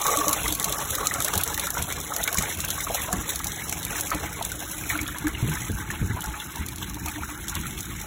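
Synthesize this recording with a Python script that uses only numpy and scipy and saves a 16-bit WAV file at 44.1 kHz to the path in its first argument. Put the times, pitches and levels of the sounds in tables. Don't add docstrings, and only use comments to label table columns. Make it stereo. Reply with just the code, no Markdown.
import sys
import numpy as np
from scipy import signal
from scipy.fft import rfft, irfft
from scipy.io import wavfile
from scipy.ndimage import uniform_filter1d

SR = 44100
rng = np.random.default_rng(int(sys.argv[2]) if len(sys.argv) > 2 else 0)


def elevation(decibels):
    levels = np.asarray(decibels, float)
    return 10 ** (levels / 20)


def file_out(sig):
    cols = np.atleast_2d(sig).T
    lim = np.clip(cols, -1, 1)
    pcm = np.round(lim * 32767).astype(np.int16)
    wavfile.write(sys.argv[1], SR, pcm)


N = 355446

# time in seconds, level in dB.
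GUST_CURVE = [(0.0, -47.5), (0.4, -37.5), (1.66, -43), (2.2, -43), (2.85, -41.5), (3.77, -39), (3.97, -43),
              (4.9, -39.5), (5.36, -38), (5.57, -38.5), (6.08, -36.5), (6.37, -44), (6.62, -42),
              (6.82, -41), (7.07, -37.5), (7.23, -42), (7.45, -41), (7.59, -40), (8.06, -40.5)]
# start in seconds, peak in dB, pitch in Hz.
WIND_KNOCKS = [
    (2.382, -17.5, 177),
    (3.131, -18, 188),
    (5.426, -12, 119),
    (5.477, -11.5, 161),
    (5.691, -14, 97),
    (5.737, -22, 66),
    (6.015, -14, 98.2),
    (6.099, -15.5, 105.4),
]
# start in seconds, peak in dB, pitch in Hz.
SOFT_KNOCKS = [(0.266, -28, 186), (0.95, -40, 54.3), (1.358, -21, 93), (1.472, -24.5, 72),
               (1.796, -22.5, 85), (2.555, -25, 86.5), (3.869, -24.5, 68), (4.146, -24, 182),
               (6.268, -24, 61), (6.598, -23, 82), (7.02, -24, 80), (7.208, -23.5, 68.4), (7.549, -24, 84),
               (7.699, -31, 62.7)]
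# frequency in Hz, level in dB per Hz.
WIND_COLOUR = [(13, -30), (22, -49), (48, 4), (80, 1.5), (190, -3), (247, -9.5), (300, -8), (351, -8.5),
               (500, -26.5), (650, -58), (1100, -120)]
# frequency in Hz, phase turn in rad, level in dB, unshared part from 0 to 1.
PORT_DIFFERENCE = [(50, .35, -.1, .33), (160, .7, -.5, .42), (300, 0, -3.5, .35), (480, .3, -2.5, .7),
                   (650, 1.9, -4, .7), (860, 2.7, -1.9, .55), (1400, 3.4, 1.5, .5), (1850, 3.1, 2, .8),
                   (2400, 1.8, 0, .78), (3000, 2.8, 0, .72), (3900, 4.1, 0, .6), (4500, 3.8, 0, .33),
                   (16000, 3.8, 0, .42)]
# start in seconds, peak in dB.
JOLTS = [(0.165, -22), (0.265, -21), (0.496, -24), (3.13, -37), (4.006, -56), (4.13, -25.5), (4.933, -23.5),
         (5.001, -22.5), (5.237, -12.5), (5.994, -26.5), (6.93, -26.5), (7.05, -33), (7.151, -26),
         (7.303, -31.5)]
# time in seconds, resonance in Hz, its level in dB, deep gurgle over the rest in dB.
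AIR_CURVE = [(0, 1150, 2.5, 18.5), (0.31, 1130, 4, 9.5), (0.38, 1127, -20, 10.5), (0.58, 1110, 8, 6.5),
             (0.801, 1160, 3.5, 12), (0.9, 1190, -6, 12.5), (1.002, 1210, 1, 13), (1.497, 1306, -1.5, 8),
             (2.2, 1450, -9, 10), (2.55, 1513, -7, 3), (2.9, 1590, -9, 7.5), (3.301, 1670, -8, 4.5),
             (4.402, 1645, -11, 8), (4.699, 890, -9, 4.5), (6.199, 873, -1, -2.5), (8.06, 888.4, -4, -4)]
# time in seconds, level in dB.
MOUTH_CURVE = [(0, -7), (1.5, -3), (2.6, -9), (4.2, -6.5), (5.5, -1.5), (6.1, 4), (6.5, -4), (7.1, -2),
               (8.06, -6)]
# frequency in Hz, level in dB per Hz.
GURGLE_COLOUR = [(210, -27), (350, -19.5), (458, -11), (561, -14.5), (700, -8), (1140, 0.5), (1320, 1.5),
                 (2250, 6.5), (2830, 2.5), (3500, -2), (4550, 4), (7700, -120)]
# start in seconds, peak in dB, pitch in Hz.
LARGE_BUBBLES = [(0.05, -7.5, 1060), (0.087, -11, 1130), (0.115, -28, 1220), (0.154, -12.5, 586),
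                 (0.181, -37, 1110), (0.211, -9, 1080), (0.331, -10.5, 1130), (0.681, -15, 1180),
                 (0.754, -29, 1130), (0.786, -14.5, 1126), (0.981, -13, 1170), (1.029, -10, 1130),
                 (1.333, -8.5, 1176), (1.578, -12, 1840), (1.769, -13, 940), (2.12, -11.5, 1250),
                 (2.164, -17, 1420), (2.277, -4, 2170), (2.502, -16, 2100), (2.868, -12, 1180),
                 (2.901, -12.5, 780), (2.946, -15, 784), (3.126, -11, 1180), (3.401, -20, 1250),
                 (3.725, -12, 2280), (4.116, -5.5, 1270), (4.41, -12.5, 880), (4.81, -20, 1560),
                 (4.837, -14, 2290), (5.269, -9.5, 1620)]
# start in seconds, peak in dB, pitch in Hz.
MORE_LARGE_BUBBLES = [(0.269, -12.5, 566), (0.3, -8.5, 1030), (0.479, -20, 1270), (0.606, -14, 1110),
                      (0.698, -21, 1070), (1.203, -14, 1210), (1.414, -26, 1270), (1.671, -14, 1310),
                      (2.329, -16, 1040), (2.383, -8.5, 2220), (2.433, -20.5, 820), (2.802, -15, 2150),
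                      (3.03, -19, 1700), (3.083, -21, 630), (3.145, -16, 1100), (3.928, -12.5, 1420),
                      (4.326, -21, 1470), (4.517, -18, 1460), (4.9, -6.5, 2200), (5.146, -11.5, 1650),
                      (5.516, -14, 1500), (5.555, -18, 1560), (5.802, -20, 1520), (5.902, -11, 1700),
                      (6.165, -15.5, 958), (6.239, -24, 745), (7.058, -18, 900), (7.159, -19, 1752),
                      (7.289, -24, 1290), (7.655, -18, 1320)]
# start in seconds, peak in dB, pitch in Hz.
SMALL_BUBBLES = [(0.462, -13.5, 1150), (0.815, -17, 1120), (1.052, -28, 3101), (1.242, -28, 3553),
                 (1.35, -35, 2756), (1.377, -27, 3208), (1.501, -22.5, 830), (1.545, -24, 2460),
                 (1.792, -32, 2950), (1.835, -32, 3402), (1.923, -22, 2239), (2.081, -40, 2283),
                 (2.104, -19, 830), (2.133, -32, 3553), (2.15, -26, 3596), (2.229, -14, 3600),
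                 (2.352, -12, 1034), (2.68, -17, 3180), (2.734, -24, 790), (2.779, -16.5, 1094),
                 (2.971, -12, 2550), (3.105, -18.5, 720), (3.296, -19.5, 2550), (3.458, -23.5, 806),
                 (3.623, -50, 775), (4.019, -29, 3402), (4.365, -73, 1940), (4.954, -14, 1420),
                 (5.065, -16, 3260), (5.08, -14.5, 3430), (5.185, -49, 2500), (5.246, -22, 1190),
                 (5.349, -15.5, 2810), (5.373, -23, 2650), (5.43, -35, 430), (5.477, -43, 435),
                 (5.531, -15.5, 2110), (5.623, -20.5, 1970), (5.695, -29, 434), (5.968, -35, 1630),
                 (6.022, -29, 454), (6.216, -18.5, 3150), (6.339, -22, 1590), (6.4, -12.5, 3430),
                 (6.554, -30, 880), (6.569, -25, 890), (6.594, -52, 410), (6.632, -22, 2370),
                 (6.683, -42, 3590), (6.733, -31, 854), (6.826, -12, 3460), (7.083, -19, 2400),
                 (7.221, -22, 880), (7.486, -12, 3350), (7.551, -37, 2993), (7.668, -31, 2261),
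                 (7.777, -17, 3300), (7.826, -29, 3359), (8.016, -37, 2347), (8.039, -25.5, 850),
                 (0.2, -27, 597), (0.32, -22.5, 530), (0.7, -22.5, 596), (0.94, -24, 1180),
                (1.035, -25, 490), (1.111, -13, 1880), (1.6, -24, 1430), (1.689, -21, 1400),
                (2.205, -17, 1460), (2.898, -21, 480), (3.09, -16, 1000), (3.128, -19, 700),
                (3.13, -12, 1660), (2.979, -19, 1050), (3.205, -27, 1210), (3.62, -15, 2230),
                (4.13, -20, 980), (4.546, -27, 1550), (4.99, -12, 2194), (5.085, -18, 1640),
                (5.57, -17, 1690), (5.72, -31, 810), (5.762, -28, 1610), (5.811, -29, 1530),
                (5.93, -28, 1470), (6.0, -28, 1530), (6.1, -26, 1700), (6.25, -23, 1390), (6.969, -26, 900),
                (6.999, -24, 1730), (7.1, -30, 1380), (7.179, -26, 890), (7.233, -16, 1320),
                (7.29, -29, 918), (7.44, -26, 1800), (7.489, -31, 1360), (7.635, -26, 1360),
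                (7.9, -51, 1400)]
# time in seconds, level in dB.
FLOW_CURVE = [(0.0, -26), (0.18, -29.5), (0.29, -32.5), (1.55, -33), (2.06, -37.5), (2.38, -35),
              (2.94, -35), (3.66, -38), (3.99, -33.5), (4.15, -39.5), (4.37, -39), (4.58, -37.5),
              (4.83, -35.5), (5.27, -43.5), (5.61, -36), (5.88, -42.5), (7.61, -40.5), (8.06, -42)]
# frequency in Hz, level in dB per Hz.
SPRAY_COLOUR = [(1500, -14), (2800, -4), (3500, 0), (4600, -1), (5800, 1), (7200, 0), (8200, 1),
                (12000, -2), (14800, 0), (15700, -3), (19000, -3)]
SPRAY_BANDS = [1200, 3000, 4700, 9000, 13200, 19000]
# start in seconds, peak in dB, decay in seconds.
HEAVY_SLUGS = [(0.066, -9.5, 0.0023), (0.281, -8, 0.0026), (0.3292, -8.5, 0.0054), (0.432, -15.5, 0.0028),
               (0.48, -12, 0.0035), (0.551, -16.5, 0.0041), (0.784, -17, 0.0035), (0.9514, -13.5, 0.0053),
               (1.07, -8, 0.0023), (1.282, -14.5, 0.0027), (1.3364, -11, 0.0025), (1.476, -18, 0.0026),
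               (1.543, -15.5, 0.0042), (1.5763, -14, 0.0025), (1.743, -22, 0.0026), (1.824, -14.5, 0.002),
               (2.164, -11, 0.0017), (2.385, -12, 0.0044), (2.7035, -13.5, 0.0026), (2.841, -19, 0.0028),
               (2.9453, -16, 0.011), (3.2915, -14.5, 0.0086), (3.3582, -15.5, 0.0034),
               (3.4437, -16, 0.0017), (3.695, -16.5, 0.0011), (4.4498, -18, 0.004), (4.892, -21.5, 0.029),
               (5.537, -22.5, 0.0031), (6.759, -25.5, 0.0039), (7.5522, -18.5, 0.003)]
# start in seconds, peak in dB.
LIGHT_SLUGS = [(0.038, -19), (0.3107, -9), (0.524, -5.5), (0.5976, -8), (0.643, -2.5), (0.8138, -25.5),
               (1.2222, -9.8), (1.246, -4.5), (1.354, -9), (1.3767, -7.5), (1.435, -5), (1.78, -11.5),
               (2.0016, -15), (2.2318, -10), (2.2758, -10), (2.5486, -19), (2.8054, -11), (3.0187, -18),
               (3.1278, -9.5), (3.4694, -10), (3.4801, -19), (3.7246, -11.5), (3.7351, -32),
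               (3.8501, -11.5), (4.0087, -9.5), (4.1038, -16), (4.1468, -14.5), (4.3284, -17),
               (4.5173, -13.5), (4.5924, -19), (4.7158, -15), (4.8104, -24), (5.03, -17), (5.184, -16),
               (5.2692, -17), (5.495, -15), (5.5539, -14), (5.7166, -19), (5.904, -18), (6.4012, -22),
               (6.558, -18.5), (6.663, -18.5), (6.8285, -18), (7.0593, -15), (7.482, -13.5), (7.4954, -13),
               (7.6123, -20), (7.708, -18.5), (7.806, -15.5), (8.0008, -22)]
# start in seconds, peak in dB.
LIGHTER_SLUGS = [(0.016, -13), (0.1394, -34), (0.1515, -16), (0.171, -7), (0.187, -9), (0.257, -13),
                 (0.292, -6), (0.3737, -20), (0.495, -38), (0.724, -9), (0.9045, -8.5), (1.139, -10),
                 (1.203, -9.5), (1.412, -10.5), (1.704, -9.5), (1.902, -17), (1.9241, -13.5), (2.0122, -22),
                 (2.0354, -21), (2.092, -26), (2.3274, -10.5), (2.3443, -12), (2.372, -11), (2.4232, -10.5),
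                 (2.499, -20), (2.586, -21), (2.6032, -12.5), (2.684, -15), (3.391, -14), (3.519, -15.5),
                 (3.5444, -22), (3.829, -17), (3.9984, -17), (4.4252, -16), (4.603, -15.5), (4.7523, -38),
                 (5.0133, -17), (5.0774, -15), (5.1427, -32), (5.2812, -13.5), (5.6823, -21), (6.0955, -43),
                 (6.2066, -18), (6.2196, -17), (6.8964, -20.5), (7.084, -17.5), (7.3264, -39),
                 (7.6673, -18), (7.829, -20), (8.014, -20),
                 (0.1189, -11), (0.4717, -36), (0.627, -11), (0.6644, -24), (0.695, -12), (0.984, -13.5),
                  (1.0584, -11), (1.5958, -8), (1.611, -30), (1.6691, -13), (1.8553, -31), (1.8853, -37),
                  (1.9431, -39), (2.137, -14.5), (2.238, -7), (2.4783, -29), (2.5103, -43), (2.526, -37),
                  (2.6481, -12), (2.7105, -13), (2.953, -14), (3.305, -10), (3.7802, -20.3), (3.9219, -20),
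                  (3.9668, -23), (4.03, -28), (4.0826, -33), (4.3583, -43), (4.46, -23), (4.6663, -34),
                  (4.6867, -34), (4.975, -17), (5.0985, -27), (5.4505, -28), (5.4757, -18.5), (5.7446, -25),
                  (5.7614, -53), (5.8114, -27), (5.9128, -18), (5.9478, -28), (6.0523, -47), (6.24, -18.5),
                  (6.259, -18.5), (6.6853, -17), (6.8102, -39), (6.943, -20), (7.3628, -65), (7.78, -22),
                  (7.7883, -20), (7.8548, -20)]
STEREO_BANDS = [0, 96, 108, 120, 132, 144, 160, 176, 196, 216, 240, 264, 292, *range(320, 1025, 32)]

PORT_LAG_S = 0.000235
BUCKET_HZ, BUCKET_WIDTH_HZ, RING_S = 302, 26, 0.051
MOUTH_HZ, MOUTH_WIDTH_HZ = 1560, 360
CHURN_RISE_S, CHURN_FALL_S = 0.004, 0.05
CUTOFF_HZ = 15850
FRAME, FRAME_LEAD = 2048, 696


def rms_one(x):
    return x / np.sqrt(np.mean(x ** 2) + 1e-20)


def at_hz(hz, points, column=1):
    points = np.array(points)
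    return np.interp(np.log(hz + 1), np.log(points[:, 0]), points[:, column])


def in_time(rows):
    s, *columns = np.transpose(rows)
    return [np.interp(np.arange(N) / SR, s, column) for column in columns]


def coloured(spectrum):
    hz = np.fft.rfftfreq(N, 1 / SR)
    low, high = spectrum[0][0], spectrum[-1][0]
    skirt = 1 / (1 + (low / (hz + 1)) ** 6 + (hz / high) ** 6)
    white = rfft(rng.standard_normal(N))
    return rms_one(irfft(white * elevation(at_hz(hz, spectrum)) * skirt, N))


def drift(rate):
    r = np.exp(-2 * np.pi * rate / SR)
    wander = signal.lfilter([1], [1, -2 * r, r * r], rng.standard_normal(N + SR))
    return rms_one(wander[SR:])


def add(out, s, sound):
    at = int(s * SR)
    out[at:at + len(sound)] += sound[:max(N - at, 0)]


def swells(rows, gain_db, rise_s, fall_s):
    out, t = np.zeros(N), np.arange(int(.4 * SR)) / SR
    shape = (1 - np.exp(-t / rise_s)) * np.exp(-t / fall_s)
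    for s, peak_db, *_ in rows:
        add(out, s, elevation(2 * (peak_db + gain_db)) * shape / shape.max())
    return out


def bubble(hz, cycles, rise):
    t = np.arange(int(4 * cycles / hz * SR)) / SR
    decay = cycles / hz
    onset = 1 - np.exp(-t * hz * 2)
    return np.sin(2 * np.pi * hz * (t + rise * t * t / decay / 2)) * np.exp(-t / decay) * onset


def ports(x):
    hz = np.fft.rfftfreq(N, 1 / SR)
    turn = at_hz(hz, PORT_DIFFERENCE) - 2 * np.pi * hz * PORT_LAG_S
    own = np.clip(at_hz(hz, PORT_DIFFERENCE, column=3), 0, 1)
    paths = rng.standard_normal((5, 600)) * np.exp(-np.arange(600) / SR / .0025)
    shares = np.array([drift(25) for path in paths])
    shares = shares / np.sqrt(np.sum(shares ** 2, axis=0))
    scattered = sum(share * signal.oaconvolve(x, path)[:N] for share, path in zip(shares, paths))
    scattered = rms_one(scattered) * np.std(x)
    tilt = elevation(at_hz(hz, PORT_DIFFERENCE, column=2) / 2)
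    shared = np.sqrt(1 - own ** 2) * np.exp(1j * turn) * rfft(x)
    right = tilt * (shared + own * rfft(scattered))
    return irfft(np.array([rfft(x) / tilt, right]), N)


def yard(x, lags_s, gain_db):
    out = np.zeros(N)
    for k, lag in enumerate(lags_s):
        add(out, lag, elevation(gain_db - 3.7 * k) * (-1) ** k * x)
    return signal.sosfilt(signal.butter(1, 6000, fs=SR, output="sos"), out)


def wind():
    gust_db, = in_time(GUST_CURVE)
    knocks = WIND_KNOCKS + SOFT_KNOCKS
    puffs = swells(knocks, -11.5, rise_s=0.0027, fall_s=0.02)
    wind_db = 10 * np.log10(elevation(2 * gust_db + 7.0) + puffs)
    out = elevation(wind_db - .8 + 2.2 * drift(14)) * coloured(WIND_COLOUR)
    for s, peak_db, hz in knocks:
        add(out, s, elevation(peak_db - 3.0) * bubble(hz, 3.1, rise=-0.011))
        hard_edge = bubble(2.31 * hz, 1.38, rise=-0.02)
        add(out, s + 0.00815, elevation(peak_db - 6.0) * hard_edge)
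    return out


def bucket():
    jolt_power = swells(JOLTS, -3.5 - 19.0, rise_s=0.019, fall_s=0.12)
    hum_db = 10 * np.log10(elevation(2 * -47.5) + jolt_power)
    r, w = np.exp(-np.pi * BUCKET_WIDTH_HZ / SR), 2 * np.pi * BUCKET_HZ / SR
    shaken = signal.lfilter([1, 0, -1], [1, -2 * r * np.cos(w), r * r], rng.standard_normal(N))
    shaken = signal.sosfilt(signal.butter(2, [230, 390], "band", fs=SR, output="sos"), shaken)
    out = elevation(hum_db - 4.5) * rms_one(shaken)
    t = np.arange(int(RING_S * SR)) / SR
    ring = np.sin(np.pi * t / RING_S) * np.sin(2 * np.pi * BUCKET_HZ * t)
    for s, peak_db in JOLTS:
        add(out, s, elevation(peak_db - 6.5) * ring)
    return out


def air_column(gurgle_db):
    air_hz, air_db, _ = in_time(AIR_CURVE)
    phase = 2 * np.pi * np.cumsum(air_hz) / SR
    note = drift(38) * np.cos(phase) + drift(38) * np.sin(phase)
    return elevation(gurgle_db + air_db - 6 + 4.5 * drift(4.4)) * note


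def churn_level(flow_db):
    calm_db = -41 + 0.62 * (flow_db - flow_db.mean())
    plunges = swells(LARGE_BUBBLES + MORE_LARGE_BUBBLES, -29, CHURN_RISE_S, CHURN_FALL_S)
    stirs = swells(HEAVY_SLUGS + LIGHT_SLUGS, -49, CHURN_RISE_S, CHURN_FALL_S)
    return 10 * np.log10(elevation(2 * calm_db) + plunges + stirs)


def bubble_swarm():
    swarm = np.zeros(N)
    air_s, air_hz, air_db, _ = np.transpose(AIR_CURVE)
    for when, pitch, size, life in rng.random((6500, 4)):
        s, hz = when * N / SR, 380 * 9.0 ** pitch
        off_tune = (hz / np.interp(s, air_s, air_hz) - 1) / .06
        voiced_db = np.interp(s, air_s, air_db + 7) / (1 + off_tune ** 2)
        size_db = at_hz(hz, GURGLE_COLOUR) + voiced_db - 3.24 * np.log(size + 0.018)
        add(swarm, s, elevation(size_db) * bubble(hz, 3.5 + 7.0 * life, rise=.03))
    return swarm


def standout_bubbles():
    bubbles = [(s, db + 1, hz) for s, db, hz in LARGE_BUBBLES + MORE_LARGE_BUBBLES]
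    bubbles += [(s, db + 3, hz) for s, db, hz in SMALL_BUBBLES]
    out = np.zeros(N)
    for (s, peak_db, hz), (life, *mates) in zip(bubbles, rng.random((len(bubbles), 4))):
        add(out, s, elevation(peak_db - 7.5) * bubble(hz, 5.56 + 2.15 * life, rise=0.028))
        for mate in mates:
            mate_hz = hz * (0.623 + (7 * mate) % 1)
            add(out, s + .007 * mate, elevation(peak_db - 13) * bubble(mate_hz, 3.1, rise=0.025))
    return out


def gurgle(gurgle_db, surge):
    swarm = rms_one(bubble_swarm())
    wash = .5 + .08 * np.arange(N) / SR
    churn = swarm + wash * coloured(GURGLE_COLOUR)
    bed = elevation(2.0 * surge + 1.6 * drift(22.3)) * churn
    deep = signal.sosfilt(signal.butter(4, 780, fs=SR, output="sos"), bed)
    shrill = signal.sosfilt(signal.butter(4, 780, "high", fs=SR, output="sos"), bed)
    mouth = signal.lfilter(*signal.iirpeak(MOUTH_HZ, MOUTH_HZ / MOUTH_WIDTH_HZ, fs=SR), bed)
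    shrill = shrill + elevation(in_time(MOUTH_CURVE)[0]) * mouth
    deep_db = in_time(AIR_CURVE)[2]
    return elevation(gurgle_db - 1.0) * (elevation(deep_db) * deep + shrill) + standout_bubbles()


def add_splats(power, splats, tints, band):
    t = np.arange(int(.06 * SR)) / SR
    edge = np.exp(-t[:400] / .003)[::-1]
    for (s, peak_db, decay), tint in zip(splats, tints):
        body_db = -9.5 * (band == 0)
        level_db = peak_db - 2.5 + 2.0 * tint[band] + body_db
        snap = 1.5 * np.exp(-t / 0.00099)
        burst = np.exp(-2 * t / max(decay, 1e-3))
        mist = 0.041 * np.exp(-t / 0.003)
        crack = (snap + burst + mist) * (1 - np.exp(-t / 0.0003))
        add(power, s, elevation(2 * level_db) * crack)
        add(power, max(s - 400 / SR, 0), elevation(2 * (level_db - 34 + 3 * tint[5])) * edge)


def spray(flow_db, surge):
    splats = [(s, db - 1, decay) for s, db, decay in HEAVY_SLUGS]
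    splats += [(s, db - 7.5, 0.0041) for s, db in LIGHT_SLUGS + LIGHTER_SLUGS]
    tints = rng.standard_normal((len(splats), 6))
    noise, out = coloured(SPRAY_COLOUR), np.zeros(N)
    clump = elevation(1.8 * surge + 2.3 * drift(31))
    born = rng.random(N) < 400 * clump / SR
    size = np.minimum(rng.exponential(1, N), 2.8)
    for k, (low, high) in enumerate(zip(SPRAY_BANDS, SPRAY_BANDS[1:])):
        drops = born * elevation(7.5 * size + 6 * rng.standard_normal(N))
        droplets = signal.lfilter([1], [1, -np.exp(-1 / (0.00182 * SR))], drops + 1e-18)
        droplets = signal.lfilter([.06], [1, -.94], droplets)
        bed = elevation(4 * surge + 4.5 * drift(33) - 10.0)
        power = elevation(2 * (flow_db - 4 + 2.5)) * (bed + 0.5 * droplets)
        add_splats(power, splats, tints, k)
        band = signal.sosfilt(signal.butter(2, [low, high], "band", fs=SR, output="sos"), noise)
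        out = out + np.sqrt(power) * band * (-1) ** k
    return out


def scene():
    flow_db, = in_time(FLOW_CURVE)
    gurgle_db = churn_level(flow_db)
    surge = drift(20)
    water = spray(flow_db, surge) + gurgle(gurgle_db, surge) + bucket() + air_column(gurgle_db)
    echoes = yard(water, [.0071, .0113, .019, .031, .047], gain_db=-13.0)
    return ports(water + echoes + wind())


def joint_stereo(x, under_db, waver_db, coarse, attack_db):
    x = np.pad(x, ((0, 0), (FRAME_LEAD, 0)))
    pair = np.array([x[0] + x[1], x[0] - x[1]]) / 2
    frames = signal.stft(pair, window="cosine", nperseg=FRAME)[2]
    count = frames.shape[2]
    top = round(CUTOFF_HZ / SR * FRAME)
    level_db = 10 * np.log10(np.add.reduceat(np.abs(frames) ** 2, STEREO_BANDS, axis=1) + 1e-20)
    weak = level_db < level_db[::-1] - under_db + waver_db * rng.standard_normal((1, 1, count))
    weak = np.repeat(weak, np.diff(STEREO_BANDS, append=1025), axis=1)
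    weak[:, top:] = True
    treble_power = np.sum(np.diff(x, append=0) ** 2, axis=0)
    grain_db = 10 * np.log10(uniform_filter1d(treble_power, size=128) + 1e-20)
    jump_db = np.append(grain_db - uniform_filter1d(grain_db, size=1024), np.zeros(2048))
    jumps_db = np.array([jump_db[max(k * 1024 - 540, 0):k * 1024 + 540].max() for k in range(count)])
    steady = jumps_db < attack_db + waver_db / 4 * rng.standard_normal(count)
    treble = np.arange(1025)[:, None] >= 96
    step = rng.standard_normal((2, *frames.shape))
    stepped = (1 + coarse * (step[0] + 1j * step[1])) / np.sqrt(1 + coarse ** 2)
    frames *= np.where(steady & treble, stepped * ~weak, 1)
    frames[:, top:, jumps_db < attack_db + 7.5] = 0
    back = signal.istft(frames, window="cosine", nperseg=FRAME)[1]
    total, difference = back[:, FRAME_LEAD:FRAME_LEAD + N]
    return np.array([total + difference, total - difference])


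def roll_off(x):
    return signal.sosfilt(signal.butter(12, 16980, fs=SR, output="sos"), x)


def record(dry):
    cut = signal.sosfilt(signal.ellip(8, .5, 24, CUTOFF_HZ - 20, fs=SR, output="sos"), dry)
    rounded = 1.1 * np.tanh(cut / 1.1)
    mix = joint_stereo(rounded, under_db=5.6, waver_db=.8, coarse=.42, attack_db=8.3)
    return roll_off(mix)


dry = scene()
out = record(dry)
file_out(out)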